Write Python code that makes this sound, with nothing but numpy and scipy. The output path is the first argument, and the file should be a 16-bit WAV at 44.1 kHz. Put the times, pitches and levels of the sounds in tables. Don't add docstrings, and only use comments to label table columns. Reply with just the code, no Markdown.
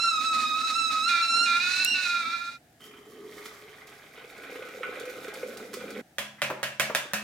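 import sys
import numpy as np
from scipy import signal
from scipy.fft import rfft, irfft, next_fast_len
from scipy.io import wavfile
from scipy.ndimage import map_coordinates

SR = 44100
rng = np.random.default_rng(int(sys.argv[2]) if len(sys.argv) > 2 else 0)


def generate_wav(sig):
    pcm = np.round(np.clip(np.atleast_2d(sig).T, -1, 1) * 32767).astype(np.int16)
    wavfile.write(sys.argv[1], SR, pcm)


N = 318843

# time_s, pitch_hz
WHISTLE_PITCH = [(0.0, 1330), (0.04, 1376), (0.2, 1255), (0.26, 1308), (0.36, 1270), (0.54, 1260),
                 (0.66, 1310), (0.72, 1266), (0.77, 1338), (0.84, 1320), (0.92, 1271), (1.02, 1283),
                 (1.09, 1401), (1.2, 1345), (1.33, 1352), (1.45, 1397), (1.52, 1364), (1.68, 1437),
                 (1.82, 1490), (1.94, 1482), (2.04, 1457), (2.06, 1408), (2.2, 1379), (2.24, 1310),
                 (2.34, 1367), (2.58, 1397)]
# frequency_hz, left_minus_right_db
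KETTLE_SIDES = [(300, 0.5), (1300, -3), (2600, -7.5), (4000, -10), (8000, -4), (14000, -13.5)]
# time_s, gurgle_db, splash_db
POUR_LEVELS = [(2.83, -54.5, -60.5), (2.95, -57, -58.5), (3.07, -59, -60), (3.27, -48.5, -51.5),
               (3.49, -62, -53), (3.75, -68.5, -54.5), (4.07, -63, -54.5), (4.25, -55.5, -49),
               (4.41, -52.5, -50.5), (4.57, -51, -46), (5.47, -47.5, -47.5), (5.67, -52.5, -52),
               (6.0, -42.5, -48.5)]
# pitch_hz, width_hz, level_db
DRY_WALL = [(3140, 130, 2), (3180, 69, -1)]

TOP_HZ = 16150
WHISTLE_END, POUR_START, POUR_END = 2.574, 2.8, 6.015
REST_HZ = 1305.4
WALL_FADE_DB_PER_S = 27.5


def amp(db):
    return 10 ** (np.asarray(db) / 20)


def unit(x):
    return x / np.sqrt(np.mean(x ** 2) + 1e-20)


def clock(size=N):
    return np.arange(size) / SR


def along(points, hz):
    f, v = np.transpose(points)
    return np.interp(np.log(hz + 1), np.log(f + 1), v)


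def curves(rows):
    s, *cols = np.transpose(rows)
    return [np.interp(clock(), s, c) for c in cols]


def between(start, end, edge):
    return np.clip(np.minimum(clock() - start, end - clock()) / edge + .5, 0, 1)


def swell(s, half):
    return np.exp(-np.minimum(((clock() - s) / half) ** 2, 50))


def wobble(rate):
    return map_coordinates(rng.standard_normal(int(N * rate / SR) + 4), [clock() * rate])


def add(track, s, sound):
    part = track[..., round(s * SR):][..., :sound.shape[-1]]
    part += sound[..., :part.shape[-1]]


def filtered(x, response):
    size = x.shape[-1]
    m = 2 * next_fast_len(size // 2 + 4096)
    return irfft(rfft(x, m) * response(np.fft.rfftfreq(m, 1 / SR)), m)[..., :size]


def colour(x, spectrum):
    def response(hz):
        cepstrum = irfft(np.log(amp(along(spectrum, hz))))
        cepstrum[1:] *= 2
        cepstrum[len(hz) - 1:] = 0
        return np.exp(rfft(cepstrum))
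    return filtered(x, response)


def resonate(x, modes):
    def response(f):
        return sum((-1) ** k * amp(db) * 1j * f * width / (centre * centre - f * f + 1j * f * width)
                   for k, (centre, width, db) in enumerate(modes))
    return filtered(x, response)


def diffuse(size=N):
    # frequency_hz, left_right_likeness
    likeness = [(150, 0.98), (500, 0.82), (1200, 0.36), (3000, 0.094), (8000, 0.28)]

    def mid_side(hz):
        turn = np.arccos(np.clip(along(likeness, hz), -1, 1)) / 2
        return np.array([np.cos(turn), np.sin(turn)])
    mid, side = filtered(rng.standard_normal((2, size)), mid_side)
    return np.array([mid + side, mid - side])


def kitchen(x, wet_db, pan=((1000, 0),), lead=.00002, send=None):
    # frequency_hz, t60_s
    decay = [(150, 0.29), (600, 0.51), (2500, 0.44), (6000, 0.43), (15000, 0.21)]
    hz, t, z = signal.stft(diffuse(size=SR // 2), SR, nperseg=256)
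    tail = signal.istft(z * amp(-60 * t / along(decay, hz)[:, None]), SR, nperseg=256)[1]
    tail = tail * np.clip(clock(size=tail.shape[1]) / 0.0026 - .5, 0, 1)
    source = x if send is None else send
    wet = signal.fftconvolve(source[None], tail / np.linalg.norm(tail[0]), axes=1)[:, :len(x)]
    sides = np.array([[.5], [-.5]])
    direct = filtered(x, lambda hz: amp(sides * along(pan, hz)) * np.exp(2j * np.pi * hz * sides * lead))
    return (direct + amp(wet_db) * wet) / np.hypot(1, amp(wet_db))


def burst(t60):
    t = clock(size=SR // 2)
    return rng.standard_normal(len(t)) * amp(-60 * t / t60)


def phase_of(hz, jitter):
    return 2 * np.pi * np.cumsum(hz * (1 + jitter * wobble(900))) / SR


def rain():
    # frequency_hz, density_db
    rain_colour = [(15, -50), (25, -27.5), (108, -16.5), (141, -11), (206, -19.5), (229, -16.5),
                   (301, -13.5), (416, -25.5), (575, -20.5), (754, -15.5), (1020, -34.5), (1700, -23),
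                   (2000, -27.5), (3200, -32), (13200, -37.5), (16000, -41)]
    return amp(-60.0 + 0.43 * wobble(3.3)) * unit(colour(diffuse(), rain_colour))


def crack(blow, treble_db):
    # frequency_hz, density_db
    click_colour = [(40, -38), (90, -18), (135, -10), (270, -15.5), (480, -14.5), (570, -0.5), (830, -9.5),
                    (1350, -5.5), (1700, -0.5), (2080, -2), (2300, -2.5), (2750, -3), (3050, -4),
                    (3400, -7), (4000, -10), (6000, -12.5), (12000, -17.5), (16000, -25)]
    sound = colour(colour(blow, click_colour), [(3000, 0), (7000, treble_db)])
    return sound / np.sqrt(np.sum(sound ** 2) / (SR * 0.00086))


def ringing(modes, scatter_db):
    t = clock(size=SR // 2)
    return sum(amp(db + scatter_db * rng.standard_normal() - 60 * t / t60) * np.sin(2 * np.pi * hz * t)
               for hz, db, t60 in modes)


def scrapes():
    # time_s, half_length_s, level_db, pitch_hz
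    scrape_rows = [(6.395, .016, -49, 1900), (6.462, .014, -45, 2360), (6.71, .02, -58, 1680),
                   (6.872, .025, -48, 2320), (7.12, .013, -48, 1660)]
    out = np.zeros(N)
    for s, half, db, hz in scrape_rows:
        slips = rng.standard_normal(N) * (rng.random(N) < 700 / SR)
        out += amp(db) * swell(s, half) * unit(resonate(slips, [(hz, 260, 0), (1100, 400, -9)]))
    return kitchen(out, wet_db=-4.0, lead=.00006)


def stopper():
    # time_s, level_db, low_ring_hz, low_ring_db, high_ring_hz, high_ring_db, knock_db, treble_db
    click_rows = [(6.1836, -14.5, 1700, -22, 3360, -8.5, -0.5, 1.5),
                  (6.4186, -10.5, 1520, -19, 2420, -10, 0.5, -2.5),
                  (6.6301, -13, 1650, -19, 2850, -10, 1, -0.5),
                  (6.7977, -8, 1730, -22.5, 2290, -10, 1, 0.5),
                  (6.9494, -9.5, 1780, -10, 3600, -9, -6, 2.5),
                  (7.1346, -12, 1820, -2.5, 2600, -22.5, 1.5, 3)]
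    # time_s, level_db, hollow_pitch_hz
    thud_rows = [(6.5, -18.5, 500), (6.597, -36.5, 596), (6.897, -21, 590), (7.05, -34, 576)]
    # frequency_hz, density_db
    thud_colour = [(60, -28), (120, -22), (300, -11), (450, -6.5), (580, 4.5), (750, -15), (1050, -6.5),
                   (1500, -14.5), (2500, -20), (5000, -38.5)]
    # pitch_hz, level_db, t60_s
    knock_modes = [(135.3, -36.5, 0.54), (210.2, -35.5, 0.76), (562, -22, .12), (592, -23, 0.123)]
    # pitch_hz, level_db, t60_s
    steel_modes = [(1000, -6, .44), (1340, -8, 0.21), (1647, 3, .28), (1765, -2, 0.19), (1900, -1, .3),
                   (2310, -1.5, 0.3), (2390, -4, .33), (2570, -0.5, .33), (2690, -1, 0.4), (2789, -6, .3),
                   (3450, -16, 0.27), (4150, -15, .26)]
    steel_db, ring_t60 = -29, 0.017
    bounce_s, bounce_db = 0.0075, -6.5
    thud_ring_db, thud_t60 = -8.5, .08
    out, t = np.zeros((2, N)), clock(size=SR // 2)
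    for s, db, low_hz, low_db, high_hz, high_db, knock_db, treble_db in click_rows:
        contact = 3.8 * (t == 0)
        snap = contact + burst(t60=0.013) + 0.3 * burst(t60=0.24)
        add(snap, bounce_s * rng.uniform(0.65, 1.3), amp(bounce_db) * burst(t60=0.018))
        ring = ringing([(low_hz, low_db, ring_t60), (high_hz, high_db, ring_t60)], scatter_db=-0.5)
        flask = amp(knock_db) * ringing(knock_modes, scatter_db=4.0)
        flask = flask + amp(steel_db) * ringing(steel_modes, scatter_db=2.5)
        flask = flask * (1 - np.exp(-t / 0.00208))
        room_feed = crack(contact, treble_db) + ring
        click = kitchen(crack(snap, treble_db) + ring, wet_db=-3.5, pan=[(600, 0.0), (7000, -6.0)],
                        lead=.00007, send=room_feed)
        add(out, s, amp(db) * click)
        add(out, s, amp(db) * kitchen(flask, wet_db=-7.0, lead=.00006))
    for s, db, hz in thud_rows:
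        thud = colour(burst(t60=0.084) * (1 - np.exp(-t / 0.0014)), thud_colour)
        note = amp(thud_ring_db - 60 * t / thud_t60) * np.sin(2 * np.pi * hz * t)
        thud = thud / abs(thud).max() + note * (1 - np.exp(-t / 0.0028))
        add(out, s, amp(db) * kitchen(thud, wet_db=-5.0, lead=.00006))
    return out + scrapes()


def bubbles(rate, hz, spread, cycles, size_db, rise):
    count = int(rate * N / SR)
    start = rng.integers(0, N, count)
    pitch = np.minimum(hz * np.exp(spread * rng.standard_normal((count, 1))), TOP_HZ)
    gain = amp(size_db * np.minimum(rng.exponential(size=(count, 1)), 4))
    turns = pitch * clock(size=int(2 * cycles * SR / hz))
    age = turns / cycles
    rings = gain * np.sin(2 * np.pi * turns * (1 + rise * age / 2)) * amp(-40 * age)
    places = start[:, None] + np.arange(turns.shape[1])
    return unit(np.bincount(places.ravel(), rings.ravel(), N)[:N])


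def air_column(x, modes):
    sway = 0.041

    def tuned(ratio):
        shifted = [(hz * ratio, width, db) for hz, width, db in modes]
        return resonate(resonate(x, shifted), shifted)
    slosh = np.clip(.5 + .5 * wobble(22), 0, 1)
    return (1 - slosh) * tuned(1 - sway) + slosh * tuned(1 + sway)


def hollow():
    # time_s, level_db
    hollow_level = [(2.8, -74), (2.87, -59), (3.08, -57), (3.23, -48.5), (3.4, -51.5), (3.5, -57.5),
                    (3.66, -57), (3.8, -66), (3.88, -59.5), (4.15, -68), (4.3, -90)]
    level_db, = curves(hollow_level)
    note = np.sin(phase_of(421 * (1 + 0.0393 * wobble(70)), jitter=0.069))
    return amp(level_db + 1.9 * wobble(55)) * unit(note)


def spray_level(splash_db):
    # time_s, half_length_s, extra_spray_db
    spatter_rows = [(2.835, 0.049, 6.5), (3.443, 0.16, 9.5), (4.777, 0.025, 5), (5.104, .015, 9.5),
                    (5.247, .03, 7.5), (5.407, 0.034, 6), (5.486, 0.019, 9), (5.91, 0.018, 2)]
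    flares = sum(db * swell(s, half) for s, half, db in spatter_rows)
    follow = 0.18 * (splash_db - np.mean(POUR_LEVELS, axis=0)[2])
    growth = 1.5 * (clock() - (POUR_START + POUR_END) / 2)
    return -61 + follow + growth + flares


def spurts():
    # time_s, level_db, treble_db
    spurt_rows = [(2.8058, -43.5, -10), (2.8395, -38, -10), (2.909, -42.5, -33.5), (2.936, -39.5, -24),
                  (2.983, -43, -27), (3.053, -51, -11.5), (3.455, -33.5, -11.5), (3.8705, -38, -5),
                  (4.3792, -38, -11), (4.4343, -34, -21), (4.5198, -41, -31), (4.5559, -33, -34),
                  (4.6225, -29, -26), (4.6874, -32.5, -19), (4.8316, -19.5, -33), (4.886, -42, -23.5),
                  (4.9546, -32, -19), (4.9976, -34, -6), (5.0542, -32.5, -11.5), (5.281, -30, -14.5),
                  (5.3398, -30, 7.5), (5.429, -33.5, -25), (5.571, -31.5, -4), (5.7319, -31.5, -13.5),
                  (5.739, -24.5, -4.5), (5.805, -35.5, -24), (5.9044, -34, -2)]
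    # pitch_hz, width_hz, level_db
    slap_modes = [(1310, 72, 1), (1490, 43, 0), (1994, 110, -7), (2383, 55, 1.5)]
    out = np.zeros(N)
    for s, db, treble_db in spurt_rows:
        slap_colour = [(400, -14.0), (1300, 2.0), (2800, 1.0), (4500, treble_db + 9.0), (16000, treble_db)]
        slap = colour(burst(t60=0.062), slap_colour)
        dry_db = 15.0 - WALL_FADE_DB_PER_S * (s - POUR_START)
        slap = slap + amp(10.5) * resonate(slap, slap_modes) + amp(dry_db) * resonate(slap, DRY_WALL)
        add(out, s, amp(db) * slap / abs(slap).max())
    return out


def glugs():
    # time_s, level_db, starting_pitch_hz
    glug_rows = [(4.177, -41, 439), (4.242, -41, 430), (4.384, -42.5, 420), (4.493, -38.5, 483),
                 (4.522, -33.5, 450), (4.557, -32, 474), (4.592, -32.5, 450), (4.62, -34.5, 503),
                 (4.649, -38, 470), (4.689, -42, 428), (4.745, -35, 506), (4.772, -35.5, 444),
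                 (4.808, -30, 488), (4.837, -42, 433), (4.864, -35, 460), (4.89, -30, 450),
                 (4.924, -36.5, 470), (4.971, -38, 545), (5.008, -30.5, 473), (5.035, -30.5, 474),
                 (5.069, -36, 473), (5.089, -32, 471), (5.152, -35.5, 480), (5.182, -34.5, 467),
                 (5.204, -42, 495), (5.249, -34, 487), (5.28, -30.5, 425), (5.339, -42, 536),
                 (5.372, -33.5, 483), (5.431, -23.5, 480), (5.461, -34, 500), (5.489, -34, 477),
                 (5.524, -37.5, 474), (5.56, -40, 447), (5.618, -35.5, 416), (5.648, -37, 490),
                 (5.735, -34.5, 396), (5.769, -30, 487), (5.81, -37, 490), (5.84, -32, 480),
                 (5.894, -41, 547), (5.962, -34, 471), (5.988, -30, 482)]
    out, t = np.zeros(N), clock(size=SR // 8)
    shape = (1 - np.exp(-t / 0.0032)) * amp(-60 * t / 0.04)
    for s, db, hz in glug_rows:
        rise = 2.43 * rng.uniform(0, 1.77)
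        note = np.sin(2 * np.pi * hz * t * (1 + rise * t))
        add(out, s, amp(db - 0.5) * shape / shape.max() * note)
    return out


def pour():
    # pitch_hz, width_hz, level_db
    air_early = [(292, 100, 4), (418, 52, 2)]
    air_late = [(288.4, 43, -0.67), (495, 86, 0.37)]
    # frequency_hz, gain_db
    splash_early = [(500, -4), (760, -11), (880, -8), (1080, -6), (1150, 2), (1230, -1), (1310, -4),
                    (1450, -14), (2000, 2), (2800, -10.5), (3150, 3), (3400, -1), (6000, -23.5)]
    splash_late = [(500, -9.5), (750, -5), (950, -15), (1200, -9), (1320, -2.5), (1520, -2), (1750, -10.5),
                   (2020, -1), (2200, -2), (2380, 1.5), (2700, -8), (3700, -1.5), (6000, -24.5)]
    spray_colour = [(2000, -32), (3500, -1.5), (5000, 1), (7000, 0), (9000, -1.5), (12000, 3),
                    (16000, -1.5)]
    gurgle_db, splash_db = curves(POUR_LEVELS)
    filled = np.clip((clock() - 3.3) / 0.77, 0, 1)

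    def blend(early, late):
        return np.sqrt(1 - filled) * unit(early) + np.sqrt(filled) * unit(late)
    big = bubbles(rate=380, hz=425, spread=0.46, cycles=3.3, size_db=2.1, rise=0.091)
    small = bubbles(rate=1100, hz=1700, spread=0.509, cycles=11.6, size_db=3.5, rise=0.11)
    small = small + 0.48 * rng.standard_normal(N)
    drops = bubbles(rate=1300, hz=7000, spread=0.6, cycles=2.0, size_db=3.0, rise=.1)
    drops = drops + .5 * rng.standard_normal(N)
    gush = wobble(45)
    water = amp(gurgle_db + 2.0 * gush) * blend(air_column(big, air_early), air_column(big, air_late))
    water += hollow()
    deep = np.clip((clock() - 5.21) / 0.39, 0, 1)
    plunge = [(242, 156, 0)]  # pitch_hz, width_hz, level_db for each of two passes
    rumble = unit(resonate(resonate(rng.standard_normal(N), plunge), plunge))
    water += amp(gurgle_db - 17.5 + 15.5 * deep) * rumble
    splash = blend(colour(small, splash_early), colour(small, splash_late))
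    water += amp(splash_db + 1.8 * gush + 1.9 * wobble(17)) * splash
    wall_db = -59.5 - WALL_FADE_DB_PER_S * np.maximum(clock() - POUR_START, 0)
    water += amp(wall_db + 2.5 * gush) * unit(resonate(drops, DRY_WALL))
    spray_db = spray_level(splash_db) + 1.8 * gush + 2.44 * wobble(35)
    water += amp(spray_db) * unit(colour(drops, spray_colour))
    water = water * between(POUR_START, POUR_END, edge=0.011) + spurts()
    pan = [(400, -1.5), (6000, -5.5)]  # frequency_hz, left_minus_right_db
    sound = kitchen(water, wet_db=-2.0, pan=pan, lead=.000018)
    sound = sound + kitchen(glugs(), wet_db=-5.0, pan=pan, lead=.000018)
    return sound * between(0, POUR_END, edge=0.0091)


def pressure_db():
    return 20 * np.log10(np.clip((WHISTLE_END + 0.026 - clock()) / 0.71, .001, 1))


def sputter_db():
    # start_s, end_s, extra_hiss_db
    sputter_rows = [(0.208, 0.256, 12), (0.326, 0.45, 12.5), (0.451, 0.53, 3.5), (0.538, 0.621, 10),
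                    (0.67, 0.717, 13), (0.895, 0.998, 10), (1.24, 1.254, 11)]
    return sum(db * between(start, end, edge=0.0045) for start, end, db in sputter_rows)


def shrieking():
    # start_s, end_s
    shriek_spells = [(1.09, 1.215), (1.46, 2.62)]
    return sum(between(start, end, edge=0.0017) for start, end in shriek_spells)


def overblown():
    return between(1.858, 1.942, edge=0.0079)


def strained(hz):
    return np.clip((hz - 1390) / (1500 - 1390), 0, 1)


def dip_db():
    # time_s, half_length_s, depth_db
    dip_rows = [(0.021, .011, 27), (0.104, 0.01, 10), (0.233, 0.0071, 9), (0.289, .005, 21),
                (0.478, 0.011, 12), (0.629, .004, 20), (0.661, 0.0077, 20.5), (0.686, 0.01, 24),
                (0.742, 0.0057, 22), (0.89, .015, 12.5), (1.015, .009, 7), (1.198, 0.0035, 11),
                (1.235, 0.0036, 24), (1.267, 0.0067, 9), (1.319, 0.007, 10), (1.359, 0.0078, 5),
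                (1.461, 0.006, 7.5), (1.613, 0.018, 19), (1.658, .007, 12), (1.823, 0.0068, 4),
                (2.217, .012, 6), (2.309, 0.0048, 14)]
    return sum(db * swell(s, half) for s, half, db in dip_rows)


def stutter():
    return unit(amp(-3.5 * np.clip(wobble(85), 0, 1.7) ** 2))


def whistle():
    # multiple, level_db
    overtone_rows = [(2, -5), (3, -0.5), (4, -10), (5, -15), (6, -17), (7, -25.5), (8, -35.5)]
    # first_multiple, second_multiple, level_db, change_at_full_strain_db
    mixing_rows = [(-1, 1, -24.5, 2), (3, -1, -14, -4), (-2, 2, -14, -0.5), (2, 0, -14.5, -7),
                   (-1, 2, -13, 2), (1, 1, -6.5, 0.5), (3, 0, -12.5, -14), (5, -1, -16.5, -3),
                   (-2, 3, -24.5, 9.5), (0, 2, -18, -1.5), (2, 1, -26.5, -2.5), (4, 0, -20, -7),
                   (1, 2, -22, -4.5)]
    # frequency_hz, gain_db
    spout_colour = [(2900, 0), (3080, -6), (3300, -4), (3550, -0.5)]
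    hz, = curves(WHISTLE_PITCH)
    rough, free, fall_db, turbulence_db = shrieking(), overblown(), pressure_db(), sputter_db()
    strain = strained(hz)
    first_db = -24 - 8 * strain - 22 * free
    second_db = -27.5 + 1.5 * strain + 2.5 * free
    overtone_db = -30 + 0.067 * (hz - REST_HZ)
    third = amp(-35 + 2.5 * wobble(80)) * strain * np.sin(phase_of(4090, jitter=0.0159))

    hz = hz * (1 + 0.00542 * wobble(60))
    fray = 0.0038 + 0.0005 * turbulence_db + 0.003 * rough
    first = phase_of(hz, jitter=fray)
    second_ratio = 1.75 + 0.028 * strain + .11 * free
    second = phase_of(hz * second_ratio, jitter=0.00936)

    share = np.clip((first_db - second_db + 16.0) / 12, .1, 1)
    mixed = sum(amp(level + change * strain)
                * np.sin(round(a) * first + round(b) * second + 0.16 * wobble(120))
                for a, b, level, change in mixing_rows)
    alone = amp(-8) * np.sin(2 * second) + amp(-20) * np.sin(3 * second)
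    shriek = amp(second_db) * stutter() * (np.sin(second) + share * mixed + (1 - share) * alone)

    duck_db = 0.45 * turbulence_db
    flutter_db = 2 + 0.088 * turbulence_db
    overtones = sum(amp(level - (k - 2.5) * duck_db + flutter_db * np.log2(k) / 2 * wobble(89.93))
                    * np.sin(round(k) * first) for k, level in overtone_rows)
    tone = amp(first_db - dip_db() + 1.4 * wobble(85)) * np.sin(first)
    tone = tone + (1 - rough) * stutter() * amp(overtone_db) * overtones + rough * (shriek + third)
    falter_db = 3 * (1 - amp(fall_db)) * wobble(75)
    tone = colour(amp(fall_db + falter_db) * tone, spout_colour)
    return kitchen(tone, wet_db=-5.5, pan=KETTLE_SIDES, lead=.00001)


def kettle():
    # frequency_hz, density_db
    steam_colour = [(300, -16.5), (700, -11), (1000, -10.5), (1700, -1), (2200, -0.5), (2700, -3.5),
                    (3000, -7), (3300, -7.5), (3600, 1), (3950, 7.5), (4700, -1), (6200, -3.5), (9000, -10),
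                    (12000, -24.5), (16000, -32.5)]
    boil_colour = [(24, -62), (40, -43), (199, -11.5), (238, 3), (407, -12.5), (475, -10), (534, -14),
                   (721, -6.5), (822, -16.5), (900, -4), (1170, -43.5), (1980, -120)]
    # time_s, level_db
    spit_rows = [(1.7648, -24), (1.8484, -0.5)]
    hz, = curves(WHISTLE_PITCH)
    hiss_db = -47.5 + 0.0563 * (hz - REST_HZ) + pressure_db()
    hiss_db = hiss_db + sputter_db() + 5 * shrieking() - 3.5 * strained(hz) - 8.5 * overblown()
    hiss = amp(hiss_db + 2.4 * wobble(40.0)) * unit(colour(rng.standard_normal(N), steam_colour))
    boil = amp(-52.0 + 2.66 * wobble(14.33)) * unit(colour(diffuse(), boil_colour))
    fizz_colour = [(500, -3), (2000, 3.0), (2700, -5), (3050, -21), (3350, -25), (3800, -5), (5000, -8),
                   (8000, 3.5), (16000, -1.5)]
    fizz = amp(-55.0) * unit(colour(diffuse(), fizz_colour))
    spits = np.zeros(N)
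    for s, db in spit_rows:
        tick = colour(burst(t60=0.0042), [(2000, -34), (5000, -12), (8000, -2.0), (16000, 1.5)])
        add(spits, s, amp(db) * tick / abs(tick).max())
    sound = whistle() + kitchen(hiss, wet_db=-2.0, pan=KETTLE_SIDES)
    sound = sound + kitchen(spits, wet_db=-18.0, lead=.00003)
    sound = sound + (boil + fizz) * between(-1, 2.37, edge=0.65)
    return sound * between(-1, WHISTLE_END, edge=0.041)


def scene():
    return rain() + stopper() + pour() + kettle()


def record(dry):
    return filtered(colour(dry, [(25, -13), (60, 0)]), lambda hz: hz < TOP_HZ)


dry = scene()
out = record(dry)
generate_wav(out)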